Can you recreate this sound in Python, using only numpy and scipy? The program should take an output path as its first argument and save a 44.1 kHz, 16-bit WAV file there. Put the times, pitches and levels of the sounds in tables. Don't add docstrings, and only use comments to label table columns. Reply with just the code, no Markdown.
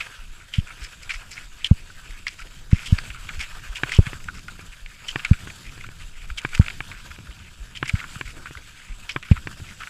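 import sys
import numpy as np
from scipy import signal
from scipy.fft import rfft, irfft, next_fast_len
from scipy.io import wavfile
from scipy.ndimage import uniform_filter1d, map_coordinates

SR = 44100
rng = np.random.default_rng(int(sys.argv[2]) if len(sys.argv) > 2 else 0)


def unload_wav(signal):
    wavfile.write(
        sys.argv[1],
        SR,
        np.round(np.clip(np.atleast_2d(signal).T, -1, 1) * 32767).astype(np.int16),
    )


def magnitude_from_level(level_db):
    exponent = np.asarray(level_db, float) / 20
    return 10 ** exponent


N = 436149

# (time [s], force [dB], contact [s], slap against the case [gain], recoil share [gain])
JOLTS = [
    (0.5819, 21.9, 0.0067, 0.04, -0.91),
    (1.7102, 25.3, 0.0046, -0.44, -0.48),
    (2.7276, 25.0, 0.0052, -0.57, -0.82),
    (2.9231, 25.3, 0.006, -0.18, -0.35),
    (3.986, 32.5, 0.0068, -0.82, -0.51),
    (5.3101, 25.6, 0.0049, -0.36, -0.64),
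    (6.5947, 26.3, 0.0052, -0.54, -0.43),
    (7.9365, 21.2, 0.0069, 0.03, -0.39),
    (9.3116, 25.7, 0.0049, -0.6, -0.4),
]
# (frequency [Hz], width [Hz])
CAVITY = [(1440, 214), (2320, 720), (3080, 410), (5150, 1100)]


def unit(x):
    return x / np.sqrt(np.mean(x ** 2) + 1e-20)


def peak(x):
    return x / np.abs(x).max()


def curve(rows):
    return np.interp(np.arange(N) / SR, *np.transpose(rows))


def wobble(rate):
    return map_coordinates(rng.standard_normal(int(N * rate / SR) + 4), [np.arange(N) * rate / SR])


def filtered(x, response):
    m = next_fast_len(len(x) + 8192)
    return irfft(rfft(x, m) * response(np.fft.rfftfreq(m, 1 / SR)), m)[:len(x)]


def mode(f, hz, width):
    return 1j * f * width / (hz * hz - f * f + 1j * f * width)


def modes(f, rows, gains):
    return sum((-1) ** k * g * magnitude_from_level(db) * mode(f, hz, width) for k, ((hz, width, db), g) in enumerate(zip(rows, gains)))


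def add(track, s, x):
    part = track[..., round(s * SR):][..., :x.shape[-1]]
    part += x[..., :part.shape[-1]]


def grit(rough_db, rate):
    return unit(rng.standard_normal(N) * magnitude_from_level(rough_db * wobble(rate)))


def rush(spectrum, patchy_db, source):
    z = signal.stft(source, nperseg=512)[2]
    field = uniform_filter1d(rng.standard_normal(z.shape), size=8, axis=0)
    field = uniform_filter1d(field, size=10, axis=1)
    x = signal.istft(z * magnitude_from_level(patchy_db * unit(field)), nperseg=512)[1][:N]
    hz, db = np.transpose(spectrum)
    return unit(filtered(x, lambda f: magnitude_from_level(np.interp(np.log(f + 1), np.log(hz), db, -120, -120))))


def push(t, contact):
    u = np.clip(t, 0, None) / contact
    return u ** 3 * np.exp(3 - 3 * u)


def thuds():
    out, t = np.zeros(N), np.arange(SR // 5) / SR
    for s, db, contact, slap, recoil in JOLTS:
        hz = 81 + 8 * 1000 * (contact - .005)
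        force = push(t, contact) + recoil * push(t - .0089, .0127)
        body = filtered(force, lambda f: mode(f, hz, 52.6) * mode(f, 199, 52) + .015 * mode(f, 47, 71))
        edge = filtered(push(t - .0006, .0006), lambda f: mode(f, 211, 162) ** 2 + 0.01 * mode(f, 650, 500))
        add(out, s, magnitude_from_level(db + .5) * body + slap * edge)
    return out


def shoves():
    # (time [s], peak [dB], swing [Hz])
    shove_rows = [(0.182, -29, 27), (0.811, -28, 45.2), (1.145, -29, 33.7), (1.447, -39, 33.6),
                  (2.09, -28.5, 29.3), (2.405, -31.5, 26.8), (3.688, -24.5, 40), (4.352, -32, 27.4),
                  (4.675, -34, 35.5), (5.656, -32, 29.6), (5.96, -41, 64), (6.305, -23.5, 48.7),
                  (7.603, -26.5, 40.5), (8.893, -25, 32.7), (3.093, -29, 55.4), (3.375, -26.5, 60.4),
                  (4.067, -22, 123), (4.273, -31, 75), (4.813, -31, 30), (5.459, -35, 60),
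                  (6.951, -35.5, 34.5), (7.284, -30, 50.4), (8.16, -28, 131), (8.246, -29.5, 35),
                  (9.369, -30, 61), (9.614, -28.5, 88.5), (4.469, -39, 64), (5.869, -37, 100),
                  (7.099, -37, 69.5), (6.03, -38, 29.8), (6.21, -36, 30), (8.56, -32, 70), (7.2, -35, 150),
                  (2.1, -43, 120)]
    out, t = np.zeros(N), np.arange(SR // 5) / SR
    for s, db, hz in shove_rows:
        swing = filtered(push(t, 0.18 / hz), lambda f: mode(f, hz, 0.82 * hz) ** 2)
        add(out, s, -magnitude_from_level(db) * peak(swing))
    return out


def knocks():
    # (time [s], peak [dB], low knock
    # [dB], treble [dB])
    knock_rows = [(2.9865, -15.5, -36, -4), (3.8345, -5, -28, -18.5), (4.1318, -21.5, -21, -27),
                  (4.5932, -31.5, -18.5, -42), (5.1588, -8.5, -25.5, -23), (5.4736, -26.5, -21, -98),
                  (5.778, -32, -19, -6), (5.889, -29.5, -21.5, -20), (6.4495, -8, -26, -42),
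                  (6.805, -14, -31.5, -31), (7.1616, -32, -48, -20), (7.188, -30.5, -18.5, -19),
                  (7.8282, -8.5, -25, -27), (8.0415, -29, -26, -21), (8.2113, -14, -27.5, -20),
                  (8.5098, -29.5, -18, -22), (9.1621, -8.5, -25, -57), (9.472, -16, -23, -16),
                  (9.601, -35, -17, -31)]
    # (frequency [Hz], width [Hz], level [dB])
    buckle = [(580, 270, -10.5), (1050, 134, -2.5), (1290, 160, -4), (1720, 240, -0.5), (2250, 300, 1.5),
              (2800, 980, -3), (3770, 414, -11.5)]
    out, t = np.zeros(N), np.arange(SR // 10) / SR
    kick = peak(filtered(push(t, 0.00046), lambda f: mode(f, 286, 140) * mode(f, 330, 1200)
                         + 2.4 * mode(f, 132.5, 39.0)))
    rattle = magnitude_from_level(-26 - 60 * t / 0.07) * (t > .0012)
    scuff = magnitude_from_level([[-15], [0]]) * push(t, 0.0016)
    for s, db, low_db, treble_db in knock_rows:
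        noise = rng.standard_normal((2, len(t))) * (scuff + rattle)
        noise[0] += push(t - .0006, .00006)
        noise[0] += 0.28 * push(t - 0.00313, .0001)
        tilt = magnitude_from_level(rng.normal(0, 1.35, len(buckle)))
        crack = filtered(noise[0], lambda f: modes(f, buckle, tilt) * mode(f, 1800, 3100) ** 2
                         / (1 + 1j * f / 4200) ** 2)
        top = filtered(noise[1], lambda f: mode(f, 4130, 1700) ** 2 * mode(f, 6400, 5000))
        hit = peak(crack) + magnitude_from_level(treble_db) * peak(top) + magnitude_from_level(low_db + 18.0) * kick
        add(out, s - .001, magnitude_from_level(db - 2.0) * hit)
    return out


def rustle():
    drive = creaks() + plants() + ticks()
    drive *= unit(magnitude_from_level(2.5 * np.tanh(wobble(380))))
    hiss_db, spray_db, _ = effort()
    drive += magnitude_from_level([hiss_db - 10.5] * 3 + [spray_db - 10.5] * 2) * crackle(rate=88, spread_db=3.5)
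    out = np.zeros(N)
    for force, ring in zip(drive, [cavity_ring(hz, width) for hz, width in CAVITY] + [shell_ring]):
        grain = grit(rough_db=3.5, rate=400)
        out += filtered(force * grain, ring) / np.std(filtered(grain, ring))
    return out


def creaks():
    # (time [s], level [dB], centre [Hz], t60 [s])
    bite_rows = [(.003, -25.5, 2350, 0.12), (0.537, -29, 2800, 0.065), (1.092, -26.5, 2170, 0.086),
                 (1.104, -24, 2100, 0.034), (1.643, -21, 3000, 0.028), (2.267, -23.5, 2290, 0.04),
                 (2.288, -44, 2290, 0.12), (3.05, -40, 2410, 0.046), (3.892, -27, 2330, 0.043),
                 (3.918, -20, 2250, 0.055), (4.059, -31.5, 2000, 0.06), (4.066, -28, 1900, .05),
                 (4.48, -32, 1846, 0.07), (5.085, -25, 2860, 0.05), (5.247, -18, 2080, 0.044),
                 (5.069, -42, 3050, 0.03), (1.138, -37, 2330, .04), (5.685, -41, 2400, 0.02),
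                 (5.808, -35.5, 1950, 0.028), (6.38, -29.5, 2570, 0.042), (6.548, -17.5, 2396, 0.028),
                 (7.749, -36, 2680, .04), (7.753, -32.5, 2900, .04), (7.857, -33, 2130, 0.079),
                 (7.893, -17, 2080, 0.032), (9.092, -24.5, 2690, 0.084), (9.226, -32.5, 2165, 0.046),
                 (9.312, -28, 2190, 0.081)]
    # (time [s], level [dB], centre [Hz], t60 [s])
    snap_rows = [(.703, -36, 1900, 0.076), (1.367, -36, 2000, 0.081), (3.101, -32, 2130, 0.047),
                 (3.288, -26.5, 1920, 0.06), (3.35, -40.5, 1900, 0.036), (3.44, -37, 2180, 0.09),
                 (4.283, -24.5, 1600, .045), (4.86, -41, 2300, .04), (5.263, -37, 2000, 0.027),
                 (5.5, -31, 2000, 0.027), (6.3, -28, 1800, 0.019), (6.617, -28.5, 2200, 0.034),
                 (6.66, -32, 2000, .04), (8.012, -39, 1600, 0.035), (2.981, -24, 2000, 0.037),
                 (5.47, -34, 1500, 0.044), (3.268, -39, 2600, 0.023), (3.3, -33, 1400, .04),
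                 (3.834, -29, 2200, 0.037), (8.55, -40, 1600, .04), (9.374, -32, 1900, 0.027),
                 (5.193, -24.5, 2100, 0.035), (5.331, -23, 2100, 0.031), (5.838, -27.5, 1820, 0.047),
                 (5.864, -36, 2500, 0.017), (6.7, -21, 2200, 0.021), (6.61, -28, 1610, 0.056),
                 (6.643, -31, 1800, 0.015), (6.681, -23.5, 2000, 0.017), (7.992, -24.5, 2060, 0.033),
                 (8.155, -31.5, 1660, 0.033), (8.039, -29.5, 1500, 0.021), (7.95, -33.5, 2030, .1),
                 (4.2, -39, 2000, 0.036), (8.455, -31.5, 1700, 0.069), (8.468, -32, 2400, 0.017),
                 (8.571, -34, 1960, .026), (9.285, -32, 1960, 0.016), (6.914, -32.5, 2000, 0.042),
                 (8, -32, 2600, 0.027), (7.269, -39, 1700, .025), (1.9, -37, 1500, .03),
                 (9.803, -39.5, 1800, 0.018), (9.833, -28, 1800, 0.025), (9.871, -27, 1800, 0.025)]
    # (time [s], level [dB], centre [Hz], t60 [s])
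    spark_rows = [
        (1.292, -46, 2390, 0.018),
        (2.106, -40, 2070, 0.047),
        (3.944, -33, 2800, 0.038),
        (4.24, -38, 2500, 0.028),
        (6.416, -40, 3000, .012),
        (6.576, -24, 2180, 0.012),
        (7.877, -27, 2250, 0.05),
        (7.888, -26.5, 2900, .015),
    ]
    # (time [s], level [dB], centre [Hz], t60 [s], treble [dB])
    rub_rows = [(.39, -47, 1840, 0.27, -29), (.667, -46, 1930, 0.13, -19), (.83, -50, 2460, 0.068, 11),
                (1.017, -46, 2100, 0.16, 4), (1.304, -47, 2260, .092, 6), (1.59, -44.5, 2450, 0.33, -98),
                (2.299, -49.5, 2400, 0.25, 4), (2.849, -35.5, 3200, 0.25, -2),
                (3.137, -37.5, 1750, 0.17, -24), (3.33, -41.5, 2090, 0.089, -2),
                (3.4, -30, 2300, 0.033, -11), (5.226, -39, 2000, 0.065, -25), (6.52, -36, 1800, 0.043, -25),
                (7.845, -35, 2200, .04, -4), (5.07, -46, 2820, 0.17, 6), (6.538, -31.5, 2470, 0.06, -0.5),
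                (6.93, -43, 1950, 0.32, -20), (7.3, -48.5, 2800, .2, -20), (7.38, -51, 2730, 0.45, -20),
                (7.102, -39, 1900, 0.027, -36), (8.015, -42, 1740, 0.24, -22),
                (9.245, -38, 2160, 0.11, -12), (9.354, -34.5, 1800, 0.069, -27),
                (9.798, -34.5, 1780, 0.15, -20)]
    treble_fades = np.array([[1], [1], [1], [1.3], [1.7]])
    bursts = [(*row, -12, 0.0016) for row in bite_rows]
    bursts += [(*row, -30, 0.0017) for row in snap_rows]
    bursts += [(*row, 0, 0.0017) for row in spark_rows]
    bursts += [(*row, 0.013) for row in rub_rows]
    drive, t = np.zeros((5, N)), np.arange(SR // 4) / SR
    for s, db, hz, t60, treble_db, rise in bursts:
        shape = np.minimum(t / rise, 1) * magnitude_from_level(-60 * np.maximum(t - rise, 0) / t60)
        add(drive, s, magnitude_from_level(db) * shares(hz, treble_db - 8, treble_db - 6) * shape ** treble_fades)
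    return drive


def plants():
    # (time [s], length [s], level [dB], centre [Hz], basket ring [dB])
    plant_rows = [(0.524, 0.073, -41, 2850, -12), (0.659, 0.034, -48, 1720, -16),
                  (0.809, 0.057, -45, 2350, -6), (1.097, 0.062, -41, 2100, -5.5),
                  (1.306, 0.037, -47.5, 2290, 1), (1.354, 0.039, -44.5, 2000, -10),
                  (1.642, 0.026, -35, 2870, -8), (2.275, 0.0025, -32, 2400, -0.5),
                  (2.381, 0.041, -44.5, 1900, -9), (2.708, 0.16, -42, 2090, -9.5),
                  (3.388, 0.047, -36, 2300, -7), (3.749, 0.024, -33, 2640, -11.5),
                  (3.91, 0.058, -36.5, 2880, -8), (4.339, 0.055, -44.5, 1950, -8),
                  (4.715, 0.024, -44.5, 2280, -36), (4.879, 0.063, -52, 2060, -15),
                  (5.637, 0.058, -49, 2370, -11), (8.752, 0.19, -51, 2440, -49),
                  (9.645, 0.065, -46, 2270, -11), (5.079, 0.031, -42.5, 2980, -5),
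                  (5.997, 0.031, -49, 2500, -17), (6.125, .11, -51.5, 2480, -20),
                  (8.615, .07, -53, 2300, -23), (6.371, 0.018, -33, 2740, -8), (7.76, 0.013, -36, 2700, -7),
                  (8.249, 0.067, -45, 2100, -12), (9.086, 0.036, -49.5, 2850, 4)]
    drive, t = np.zeros((5, N)), np.arange(SR // 4) / SR
    for s, length, db, hz, ring_db in plant_rows:
        lift = (length - t) / 0.015 + 1
        shape = np.clip(np.minimum(t / 0.0069, lift), 0, 1)
        add(drive, s, magnitude_from_level(db) * shares(hz, ring_db, treble_db=-12.5) * shape)
    return drive


def ticks():
    # (time [s], peak [dB], centre [Hz])
    tick_rows = [(2.395, -48, 1490), (4.6087, -22.5, 1450), (4.664, -28, 3110), (5.3844, -64, 1520),
                 (5.5912, -62, 1630), (5.6652, -34, 2560), (6.489, -25, 2330), (7.11, -25, 1530),
                 (8.0794, -27, 3190), (8.1344, -47, 1560), (9.4389, -37, 1620), (9.512, -23, 1429)]
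    drive, t = np.zeros((5, N)), np.arange(SR // 4) / SR
    for s, db, hz in tick_rows:
        add(drive, s, magnitude_from_level(db - 17.0 - 60 * t / 0.07) * shares(hz, ring_db=-10.0, treble_db=-11))
    return drive


def shares(hz, ring_db, treble_db):
    low_hz = np.transpose(CAVITY)[0][:3]
    low = unit(np.exp(-((low_hz - hz) / 600) ** 2)) / np.sqrt(3)
    return np.append(low, magnitude_from_level([ring_db, treble_db]))[:, None]


def crackle(rate, spread_db):
    sparks = (rng.random(N) < rate / SR) * magnitude_from_level(spread_db * np.minimum(rng.exponential(size=N), 3))
    return np.convolve(sparks, magnitude_from_level(-60 * np.arange(SR // 50) / SR / 0.0068))[:N]


def cavity_ring(hz, width):
    dull_hz = max(4540, 1.04 * hz)
    return lambda f: mode(f, hz, width) * mode(f, hz, 4 * width) / (1 + 1j * f / dull_hz) ** 2


def shell_ring(f):
    # (frequency [Hz], width [Hz], level [dB])
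    upper_modes = [(7060, 2170, 9.5), (11700, 6700, -0.5)]
    return modes(f, upper_modes, np.ones(len(upper_modes))) ** 2


def skis():
    # (frequency [Hz], density [dB per Hz])
    hiss_spectrum = [(350, -12), (600, -9.5), (673, -7.5), (869, -11.5), (936, -3.5), (1110, -8.5),
                     (1220, -1.5), (1330, -1), (1610, 1.5), (1980, -6), (2560, 0), (3300, -4.5),
                     (3650, -10.5), (4060, -33), (4300, -7), (5590, -23), (9460, -120)]
    # (frequency [Hz], density [dB per Hz])
    spray_spectrum = [(2240, -19.5), (3800, -2.5), (4130, -8.5), (5010, -5.5), (5390, -9.5), (6300, -7.5),
                      (7870, -4.5), (9040, -15.5), (11000, -13), (12700, -21), (14000, -18.5), (15600, -30),
                      (16000, -60)]
    hiss_db, spray_db, _ = effort()
    flutter_db = 1.01 * wobble(14) + 2.2 * wobble(45)
    hiss = rush(hiss_spectrum, patchy_db=2.6, source=grit(rough_db=2, rate=300))
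    spray = rush(spray_spectrum, patchy_db=1.9, source=grit(rough_db=1.2, rate=400))
    return magnitude_from_level(hiss_db + flutter_db) * hiss + magnitude_from_level(spray_db + 0.67 * flutter_db) * spray


def effort():
    # (time [s], hiss [dB])
    load = [(0.0, -44.5), (0.25, -52.5), (0.66, -49.5), (2.75, -51.5), (2.92, -44.5), (3.75, -48),
            (3.96, -43), (4.41, -52), (4.93, -53), (5.21, -45.5), (6.14, -53.5), (6.64, -45), (7.19, -51),
            (7.74, -53.5), (7.99, -44), (8.35, -50.5), (8.87, -51.5), (9.89, -48.5)]
    lead_s, rise_s, fade_s = 0.2, 0.38, 0.81
    hiss_db = curve(load)
    jolt_s = np.transpose(JOLTS)[0][:, None]
    since = np.clip(np.arange(N) / SR + lead_s - jolt_s, 0, None)
    share = np.where(jolt_s < 2.5, 0.14, 1)
    shake = (share * np.minimum(since / rise_s, 1) * np.exp(-(since / fade_s) ** 2)).max(axis=0)
    spray_db = -54 + 0.65 * (hiss_db - hiss_db.mean()) + 3 * shake
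    return hiss_db, spray_db, -54.5 + 12 * shake


def sway():
    # (frequency [Hz], density [dB per Hz])
    rumble_spectrum = [(35, -64), (60, 0), (90, -0.5), (180, -8.5), (320, -20), (700, -36), (1200, -49)]
    rumble_db = effort()[-1] + 3.8 * np.tanh(wobble(24))
    return magnitude_from_level(rumble_db) * rush(rumble_spectrum, patchy_db=1.0, source=rng.standard_normal(N))


def wind():
    # (time [s], gust on the port [dB])
    gusts = [(0.0, -41.5), (.5, -45.5), (1.05, -47), (1.5, -43), (2.42, -47), (2.92, -41), (3.39, -39.5),
             (3.88, -39), (4.55, -47.5), (5.4, -45), (5.62, -52), (6.1, -39.5), (6.67, -39), (7.05, -49),
             (8.21, -47), (9.12, -47.5), (9.36, -40), (9.89, -46)]
    # (frequency [Hz], density [dB per Hz])
    buffet_spectrum = [(8, 1.5), (20, 2), (40, -6), (70, -28), (150, -58)]
    buffet_db = curve(gusts) + 0.3 + 4.0 * np.tanh(wobble(15))
    return magnitude_from_level(buffet_db) * rush(buffet_spectrum, patchy_db=0, source=rng.standard_normal(N))


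def case_air():
    # (frequency [Hz], density [dB per Hz])
    air_spectrum = [(200, -13), (300, 6), (600, -1), (1000, -7), (1500, 3.5), (2500, -40)]
    floor = rush(air_spectrum, patchy_db=3.0, source=grit(rough_db=4.5, rate=80))
    return magnitude_from_level(-66.5 + 6.44 * wobble(15)) * floor


def scene():
    impacts = thuds() + shoves() + knocks() + rustle()
    return (impacts + skis() + sway() + wind() + case_air())[None]


def top_cut(x):
    return signal.sosfilt(signal.butter(12, 16450, fs=SR, output="sos"), x)


def record(dry):
    clipped = np.clip(dry[0], -1, 1)
    mix = filtered(clipped, lambda f: f < 15550)[None]
    return top_cut(mix)


dry = scene()
out = record(dry)
unload_wav(out)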